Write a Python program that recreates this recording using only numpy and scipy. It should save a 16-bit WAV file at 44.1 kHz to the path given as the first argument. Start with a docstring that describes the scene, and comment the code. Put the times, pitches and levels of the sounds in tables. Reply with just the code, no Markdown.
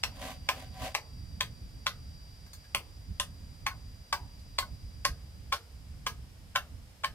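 """Yard of a thatched stilt house: a blade chops into its split-bamboo floor, about two blows a second.
Each blow crushes fibres (noise burst), rings the hollow cane and slats (damped modes) and scatters
under the roof; twice a loose cane rocks back, and slats tick lightly. At first a saw takes three
strokes: noisy tooth catches drive a rasp and a ringing pole. Cicadas sing (frequency-swung partials,
narrow-band hiss); a light breeze rumbles at the microphone over leaf rustle (coloured noise)."""
import sys
import numpy as np
from scipy import signal
from scipy.fft import rfft, irfft, next_fast_len
from scipy.io import wavfile
from scipy.ndimage import uniform_filter1d

SR = 44100
rng = np.random.default_rng(int(sys.argv[2]) if len(sys.argv) > 2 else 0)


def digitize_waveform(pressure):
    """Quantize a signal to 16-bit integers and store it at the path in sys.argv[1].

    Rows of a 2-D input are taken as channels; values are limited to [-1, 1].
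    """
    field = np.atleast_2d(pressure).T
    bounded = np.clip(field, -1, 1)
    quanta = np.round(bounded * 32767).astype(np.int16)
    wavfile.write(sys.argv[1], SR, quanta)


N = 314874  # samples

# chops: t/s, faint noisy onset ahead of blow/s, crushing time/s, cane pitch f/Hz, struck-spot pitch f/Hz,
# spot re crack level/dB, cane ring level/dB, crack level/dB, splinter level/dB
CHOPS = [(0.0363, 0.0039, .0008, 1040, 2660, -0.5, -53, -37.5, -38),
         (0.4894, 0.0023, 0.00033, 1045, 2550, -2.5, -38, -34.5, -39.5),
         (0.9496, 0.0054, 0.00079, 1150, 2340, -22, -47.5, -36.5, -41),
         (1.4084, .0037, 0.0017, 1030, 2520, -16, -44, -37.5, -40),
         (1.867, 0.0055, 0.0015, 1057, 1490, -12, -42, -37, -39.5),
         (2.7479, 0.0017, 0.00087, 1070, 2420, 3.5, -45, -35.5, -40),
         (3.1987, 0.00099, 0.0015, 1041, 1590, -6, -44.5, -40, -39),
         (3.6653, 0.0033, 0.0041, 1080, 2160, -7, -39, -38, -43.5),
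         (4.1273, 0.0027, 0.0029, 1127, 940, -11, -39.5, -37.5, -40),
         (4.5863, 0.0043, 0.0031, 1076, 2130, -5, -41, -39, -36),
         (5.0511, .0039, 0.0017, 1078, 2450, -12, -34.5, -37.5, -35),
         (5.524, .0047, 0.013, 1080, 1420, -8, -35.5, -39, -41),
         (6.066, 0.0035, 0.0054, 1038, 1670, -15, -43, -40, -42.5),
         (6.5585, 0.0071, 0.0025, 1047, 1520, -2, -38, -34, -41),
         (7.045, 0.011, 0.0014, 1078, 1580, -20, -37, -39.5, -44)]
# floor slat modes: f/Hz, level/dB, t60/s
SLAT_MODES = [(456, -16.5, 0.6), (578.6, -1, 0.098), (685, -15, 0.21), (821, -0.5, 0.065), (1249, -5, 0.21),
              (1514, -6, 0.14), (2274, 0.5, 0.035), (3500, -1.5, 0.0083)]
# crack colour of a blow: f/Hz, level/dB
CRACK_COLOUR = [(100, -28.5), (400, -15), (600, -11.5), (1000, 1.5), (1300, 0), (1600, 2.5), (2600, 0),
                (3600, -2), (4800, -41), (9000, -39.5)]
# splinter colour of a blow: f/Hz, level/dB
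SPLINTER_COLOUR = [(1500, -43), (3000, -12), (4200, 3), (5600, 1.5), (7000, -6), (8000, -5), (9800, -8.5),
                   (12000, -4.5), (15500, -12)]
# scatter decay under the roof: f/Hz, t60/s
ROOF_DECAY = [(300, 0.56), (1000, 0.16), (2500, 0.14), (10000, 0.15)]
# left-right likeness of the scatter: f/Hz, correlation/1
ROOF_LIKENESS = [(300, 0.83), (1100, 0.94), (2200, 0.81), (4000, 0.3), (12000, 0.091)]
# floor edge shading the direct treble: f/Hz, level/dB
FLOOR_EDGE_SHADOW = [(5500, 2.5), (8000, 3), (15000, -19)]
# loose cane rocking back: t/s, level/dB
REBOUNDS = [(3.709, -53), (4.624, -48)]
# loose cane modes: f/Hz, level/dB
LOOSE_CANE_MODES = [(1085, 1), (1500, -2)]
REBOUND_RISE_S, REBOUND_T60_S = 0.0073, 0.07
# light handling taps: t/s, wood level/dB, splinter level/dB
TAPS = [(2.464, -71, -70), (2.532, -66.5, -55.5), (2.642, -68.5, -74), (4.393, -89, -70)]
# saw strokes, push and pull in turn: full bite at t/s, held for/s, level/dB
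SAW_STROKES = [(.218, 0.1, -43.5), (0.528, 0.11, -50), (.838, 0.038, -39.5)]
# sawn pole modes: f/Hz, width/Hz, level/dB
POLE_MODES = [(264, 24, -1.5), (565.5, 18, -1), (640, 46, -3), (751, 16.4, 6.5), (1004, 45, -3.5),
              (1133, 16, -7.5), (1560, 69, -15), (1920, 110, -19)]
# tooth rasp colour: f/Hz, level/dB
TEETH_COLOUR = [(400, -19.5), (1200, -5.5), (2200, -1), (3200, -2), (5000, -10), (8000, -11.5),
                (12000, -13.5), (15500, -19)]
# left-right likeness of the rasp: f/Hz, correlation/1
RASP_LIKENESS = [(700, 0.94), (1400, 0.77), (3100, 0.12), (9000, 0.09)]
SAW_RISE_DB_PER_S, SAW_FALL_DB_PER_S = 210, 360  # the blade speeds up, then stops
TEETH_DB, TEETH_EXPONENT = -48.5, 0.85  # rasp at average force; grows less with force than the pole's ring
# near cicada: t/s, pitch f/Hz, level/dB
NEAR_CICADA = [(0, 4750, -61), (1.2, 4740, -60.5), (1.65, 4740, -63.5), (2.25, 4755, -60.5),
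               (3, 4776, -64.5), (3.8, 4790, -62.5), (4.85, 4784, -63), (5.8, 4760, -69.5),
               (7.1, 4680, -79.5)]
# near cicada partials: multiple of tymbal rate/1, level/dB
TYMBAL_PARTIALS = [(4, -19.5), (5, 2), (6, -12.5)]
THROB_MEAN_HZ = 34.4
SWING_START_HZ, TIRES_AT_S, SWING_GROWTH_HZ_PER_S = 31.8, 3.1, 18  # pitch swing within each throb
CHORUS_CENTRE_HZ, CHORUS_MEAN_DB = 5215, -72  # far cicadas
# wind rumble colour: f/Hz, level/dB
RUMBLE_COLOUR = [(12, -34), (20, -12.5), (48, -3), (70, -1), (114, -7.5), (214, -19), (290, -23),
                 (334, -33), (425, -42), (500, -46.5), (650, -65), (1100, -120)]
# leaf rustle colour: f/Hz, level/dB
LEAF_COLOUR = [(150, -5), (300, 1.5), (500, 6.5), (800, 3.5), (1100, 0.5), (2000, 0.5), (4000, -1),
               (5500, -3.5), (7000, -5), (8400, -4.5), (10000, -6), (14000, -9), (16000, -18.5)]
# gusts (> 0 dB) and lulls (< 0 dB): middle t/s, half length/s, level/dB
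GUSTS = [(.83, 0.033, 9), (1, 0.14, -6.5), (1.21, 0.15, 5), (2.05, 0.095, 6), (2.5, 0.57, -4.5),
         (3.108, 0.022, 9.5), (4.053, 0.058, -9.5), (4.763, 0.1, 4), (5.103, 0.037, 10), (5.438, 0.041, 4),
         (5.651, 0.073, -7.5), (6.495, 0.26, -3.5), (6.736, 0.027, 5.5), (6.967, 0.092, -11)]
# left-right likeness of rumble and of leaves: f/Hz, correlation/1
RUMBLE_LIKENESS = [(40, 0.97), (130, 0.82), (300, 0.61)]
LEAF_LIKENESS = [(400, 0.79), (1400, 0.016), (8000, 0.043)]
BREEZE_DB, LEAVES_DB = -46.3, -62.0  # steady flow before gusts; rustle
BAND_LIMIT_HZ = 15700


def amp(db):
    """Decibels to gain."""
    return 10 ** (np.asarray(db) / 20)


def unit(x):
    """Scale to rms 1."""
    return x / np.sqrt(np.mean(x ** 2) + 1e-20)


def burst(x):
    """Scale a short sound to the energy of rms 1 over 0.1 s."""
    return unit(x) * np.sqrt(SR / 10 / x.shape[-1])


def along(points, hz):
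    """Interpolate (Hz, value) points on a log-frequency axis."""
    f, v = np.transpose(points)
    return np.interp(np.log(hz + 1), np.log(f + 1), v)


def curves(rows):
    """One value per sample for each column after the time."""
    t_s, *columns = np.transpose(rows)
    return [np.interp(np.arange(N) / SR, t_s, column) for column in columns]


def wobble(rate_hz):
    """Smooth random curve with rate_hz random knots a second."""
    knots = rng.standard_normal(int(N * rate_hz / SR) + 4)
    return signal.resample(knots, N)


def filtered(x, response):
    """Multiply the zero-padded spectrum of x by a complex response of frequency."""
    n = x.shape[-1]
    m = 2 * next_fast_len(n // 2 + 4096)
    spectrum = rfft(x, m) * response(np.fft.rfftfreq(m, 1 / SR))
    return irfft(spectrum, m)[..., :n]


def coloured(x, points):
    """Causal minimum-phase filter with the given (Hz, dB) shape."""
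    def response(hz):
        cepstrum = irfft(np.log(amp(along(points, hz))))
        half = len(cepstrum) // 2
        cepstrum[1:half] *= 2  # fold to positive time
        cepstrum[half + 1:] = 0
        return np.exp(rfft(cepstrum))
    return filtered(x, response)


def resonance(f, hz, width_hz):
    """Response at f of one damped mode at hz, unity at its peak."""
    return 1j * f * width_hz / (hz * hz - f * f + 1j * f * width_hz)


def ringing(x, hz, t60_s):
    """One mode set ringing by x; its width follows from its decay."""
    width_hz = np.log(1000) / np.pi / t60_s
    return burst(filtered(x, lambda f: resonance(f, hz, width_hz)))


def placed(x, lead_ms, pan_db):
    """Stereo position: positive values make the left earlier and louder."""
    sides = np.array([[0.5], [-0.5]])
    lead_s = sides * lead_ms / 1000
    return amp(sides * pan_db) * filtered(x, lambda hz: np.exp(2j * np.pi * hz * lead_s))


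def stereo_noise(likeness, size):
    """White noise pair; the mid/side balance sets left-right correlation by frequency."""
    def mid_side_gains(hz):
        angle = np.arccos(np.clip(along(likeness, hz), -1, 1)) / 2
        return np.array([np.cos(angle), np.sin(angle)])
    mid, side = filtered(rng.standard_normal((2, size)), mid_side_gains)
    return np.array([mid + side, mid - side])


def add(track, sound, t_s):
    """Mix a sound into the track at t_s."""
    part = track[:, max(round(t_s * SR), 0):][:, :sound.shape[1]]
    part += sound[:, :part.shape[1]]


def contact(t, onset_s, crush_s, onset_gain=0.12, snap=5):
    """Force on the cane: a faint noisy onset, the snap of the blow, then fibres giving way."""
    fibres = rng.standard_normal(len(t)) * np.exp(0.5 * rng.standard_normal(len(t)))
    crushing = np.exp(-np.abs(t) / max(crush_s, 1e-4))
    force = fibres * np.where(t >= 0, crushing, onset_gain * (t > -onset_s))
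    force[np.searchsorted(t, 0)] += snap
    # bending waves carry the treble faster, which smears the snap
    return filtered(force, lambda hz: np.exp(-1j * np.sqrt(hz / 9)))


def under_roof(force, scatter_db, build_s=0.0005, trees_db=-31, trees_t60_s=0.5):
    """Direct sound, fast-dying scatter from beams and thatch, faint wash from the trees."""
    hz, t, noise = signal.stft(stereo_noise(ROOF_LIKENESS, len(force)), SR, nperseg=128)
    roof = amp(-60 * t / along(ROOF_DECAY, hz)[:, None])
    trees = amp(trees_db - 60 * t / trees_t60_s) / (1 + hz[:, None] / 3000)  # leaves swallow treble
    envelope = np.hypot(roof, trees) * (1 - np.exp(-t / build_s))
    tail = signal.istft(noise * envelope, SR, nperseg=128)[1]
    scatter = signal.fftconvolve(force[None], tail, axes=1)[:, :len(force)]
    direct = coloured(burst(force), FLOOR_EDGE_SHADOW)
    return placed(direct + amp(scatter_db) * burst(scatter), lead_ms=0.1, pan_db=1.0)


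def cavity(t, hz, t60_s, filling_s):
    """Air in a cane takes a few ms to swell, then its tone dies quickly."""
    age = np.maximum(t, 0)
    envelope = amp(-60 * age / t60_s) * (1 - np.exp(-age / filling_s))
    return envelope * np.sin(2 * np.pi * hz * age)


def chops():
    """Each blow cracks, splinters, and rings the hollow cane and the slats around it."""
    out = np.zeros((2, N))
    before_s = 0.01
    t = np.arange(SR // 4) / SR - before_s
    for t_s, onset_s, crush_s, cane_hz, spot_hz, spot_db, ring_db, crack_db, splinter_db in CHOPS:
        force = contact(t, onset_s, crush_s)
        blow = under_roof(force, scatter_db=1.0)
        wood = burst(coloured(blow, CRACK_COLOUR))
        spot = ringing(wood, spot_hz, t60_s=0.009)  # wood right under the blade, heavily damped
        crack = amp(crack_db) * burst(wood + amp(spot_db) * spot)
        splinter = amp(splinter_db) * burst(coloured(blow, SPLINTER_COLOUR))
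        hollow = cavity(t + onset_s / 2, cane_hz, t60_s=0.062, filling_s=0.012)
        cane = amp(ring_db) * placed(burst(hollow), lead_ms=0.095, pan_db=0.0)
        push = placed(coloured(force, CRACK_COLOUR), lead_ms=0.1, pan_db=-0.5)  # shakes the floor itself
        slats = sum(amp(db + 2 * rng.standard_normal()) * ringing(push, hz, t60_s)
                    for hz, db, t60_s in SLAT_MODES)
        slats_db = (crack_db + ring_db) / 2 - 13.5
        add(out, crack + splinter + cane + amp(slats_db) * slats, t_s - before_s)
    return out


def rebounds():
    """A loose cane settles back on its beam with a soft hollow knock of two cavity tones."""
    out = np.zeros((2, N))
    t = np.arange(SR // 4) / SR
    for t_s, level_db in REBOUNDS:
        knock = sum(amp(db) * cavity(t, hz, REBOUND_T60_S, REBOUND_RISE_S)
                    for hz, db in LOOSE_CANE_MODES)
        add(out, amp(level_db) * placed(burst(knock), lead_ms=0.11, pan_db=1), t_s)
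    return out


def taps():
    """Loose slats tick as they are handled: brief contacts ring one wood mode."""
    out = np.zeros((2, N))
    t = np.arange(SR // 4) / SR
    for t_s, wood_db, splinter_db in TAPS:
        tick = under_roof(contact(t, 0, crush_s=0.0021), scatter_db=7)
        body = burst(coloured(tick, CRACK_COLOUR))
        wood = burst(body + amp(-3) * ringing(tick, hz=1640, t60_s=0.06))
        splinter = burst(coloured(tick, SPLINTER_COLOUR))
        add(out, amp(wood_db) * wood + amp(splinter_db) * splinter, t_s)
    return out


def stroke(bite_s, held_s):
    """Saw stroke level in dB re full bite: rise, hold, fall."""
    t = np.arange(N) / SR - bite_s
    rise_db = -SAW_RISE_DB_PER_S * np.maximum(-t, 0)
    fall_db = -SAW_FALL_DB_PER_S * np.maximum(t - held_s, 0)
    return rise_db + fall_db


def saw():
    """Teeth catch in a pole on the right; stroke force drives a rasp and the pole's hollow ring."""
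    force = sum(amp(db + stroke(bite_s, held_s)) for bite_s, held_s, db in SAW_STROKES)
    average = amp(np.mean([db for _, _, db in SAW_STROKES]))
    catches = amp(1.6 * wobble(260) + 0.9 * wobble(45.24))
    rasp = placed(catches * stereo_noise(RASP_LIKENESS, N), lead_ms=-0.051, pan_db=0)
    pole = filtered(rasp, lambda f: sum(amp(db) * resonance(f, hz, width_hz)
                                        for hz, width_hz, db in POLE_MODES))
    teeth_gain = amp(TEETH_DB) * (force / average) ** TEETH_EXPONENT
    return force * unit(pole) + teeth_gain * unit(coloured(rasp, TEETH_COLOUR))


def phase(hz):
    """Running phase in radians of a varying frequency."""
    return 2 * np.pi * np.cumsum(hz) / SR


def near_cicada():
    """Tymbal partials whine in fast throbs whose pitch swing widens as the insect tires."""
    pitch_hz, level_db = curves(NEAR_CICADA)
    tired_s = np.maximum(np.arange(N) / SR - TIRES_AT_S, 0)
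    swing_hz = SWING_START_HZ + SWING_GROWTH_HZ_PER_S * tired_s
    throb = np.cos(phase(THROB_MEAN_HZ + 1.63 * wobble(4.3)))
    tymbal = phase(pitch_hz + swing_hz * throb + 9 * wobble(200)) / 5  # pitch is the fifth partial
    whine = sum(amp(db) * np.sin(round(k) * tymbal) for k, db in TYMBAL_PARTIALS)
    flutter_db = 1.1 * throb + 1.6 * wobble(170)
    near = amp(level_db) * unit(whine * amp(flutter_db))
    return placed(near, lead_ms=-0.022, pan_db=0.0)


def far_cicadas():
    """Many distant singers blur into a narrow hiss: a drifting carrier under random modulation."""
    carrier = phase(CHORUS_CENTRE_HZ + 15 * wobble(0.73))

    def hiss():
        """One channel of narrow-band noise."""
        return unit(wobble(320) * np.sin(carrier) + wobble(220) * np.cos(carrier))
    level_db = CHORUS_MEAN_DB + 1.2 * wobble(0.95)
    return amp(level_db) * np.array([hiss(), hiss()])


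def breeze():
    """Low lumps of wind, levelled and then shaped by gusts and eddies."""
    t = np.arange(N) / SR
    level_db = BREEZE_DB + sum(db * np.exp(-((t - t_s) / half_s) ** 2) for t_s, half_s, db in GUSTS)
    lumps = coloured(stereo_noise(RUMBLE_LIKENESS, N), RUMBLE_COLOUR)
    power = uniform_filter1d(np.mean(lumps ** 2, axis=0), size=SR // 5)
    lumps /= np.sqrt(np.abs(power))  # even flow, so that gusts set the level
    eddies_db = 1.9 * wobble(20)
    return placed(amp(level_db + eddies_db) * lumps, lead_ms=0.009, pan_db=-2.5)


def leaves():
    """Faint steady rustle of leaves: coloured noise, mostly unlike left and right."""
    return amp(LEAVES_DB) * unit(coloured(stereo_noise(LEAF_LIKENESS, N), LEAF_COLOUR))


def scene():
    """Work on the floor, and the yard around it."""
    work = chops() + rebounds() + taps() + saw()
    yard = near_cicada() + far_cicadas() + breeze() + leaves()
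    return work + yard


def record(dry):
    """Steep low-pass at the band limit."""
    return filtered(dry, lambda hz: 1 / (1 + (hz / BAND_LIMIT_HZ) ** 120))


dry = scene()
out = record(dry)
digitize_waveform(out)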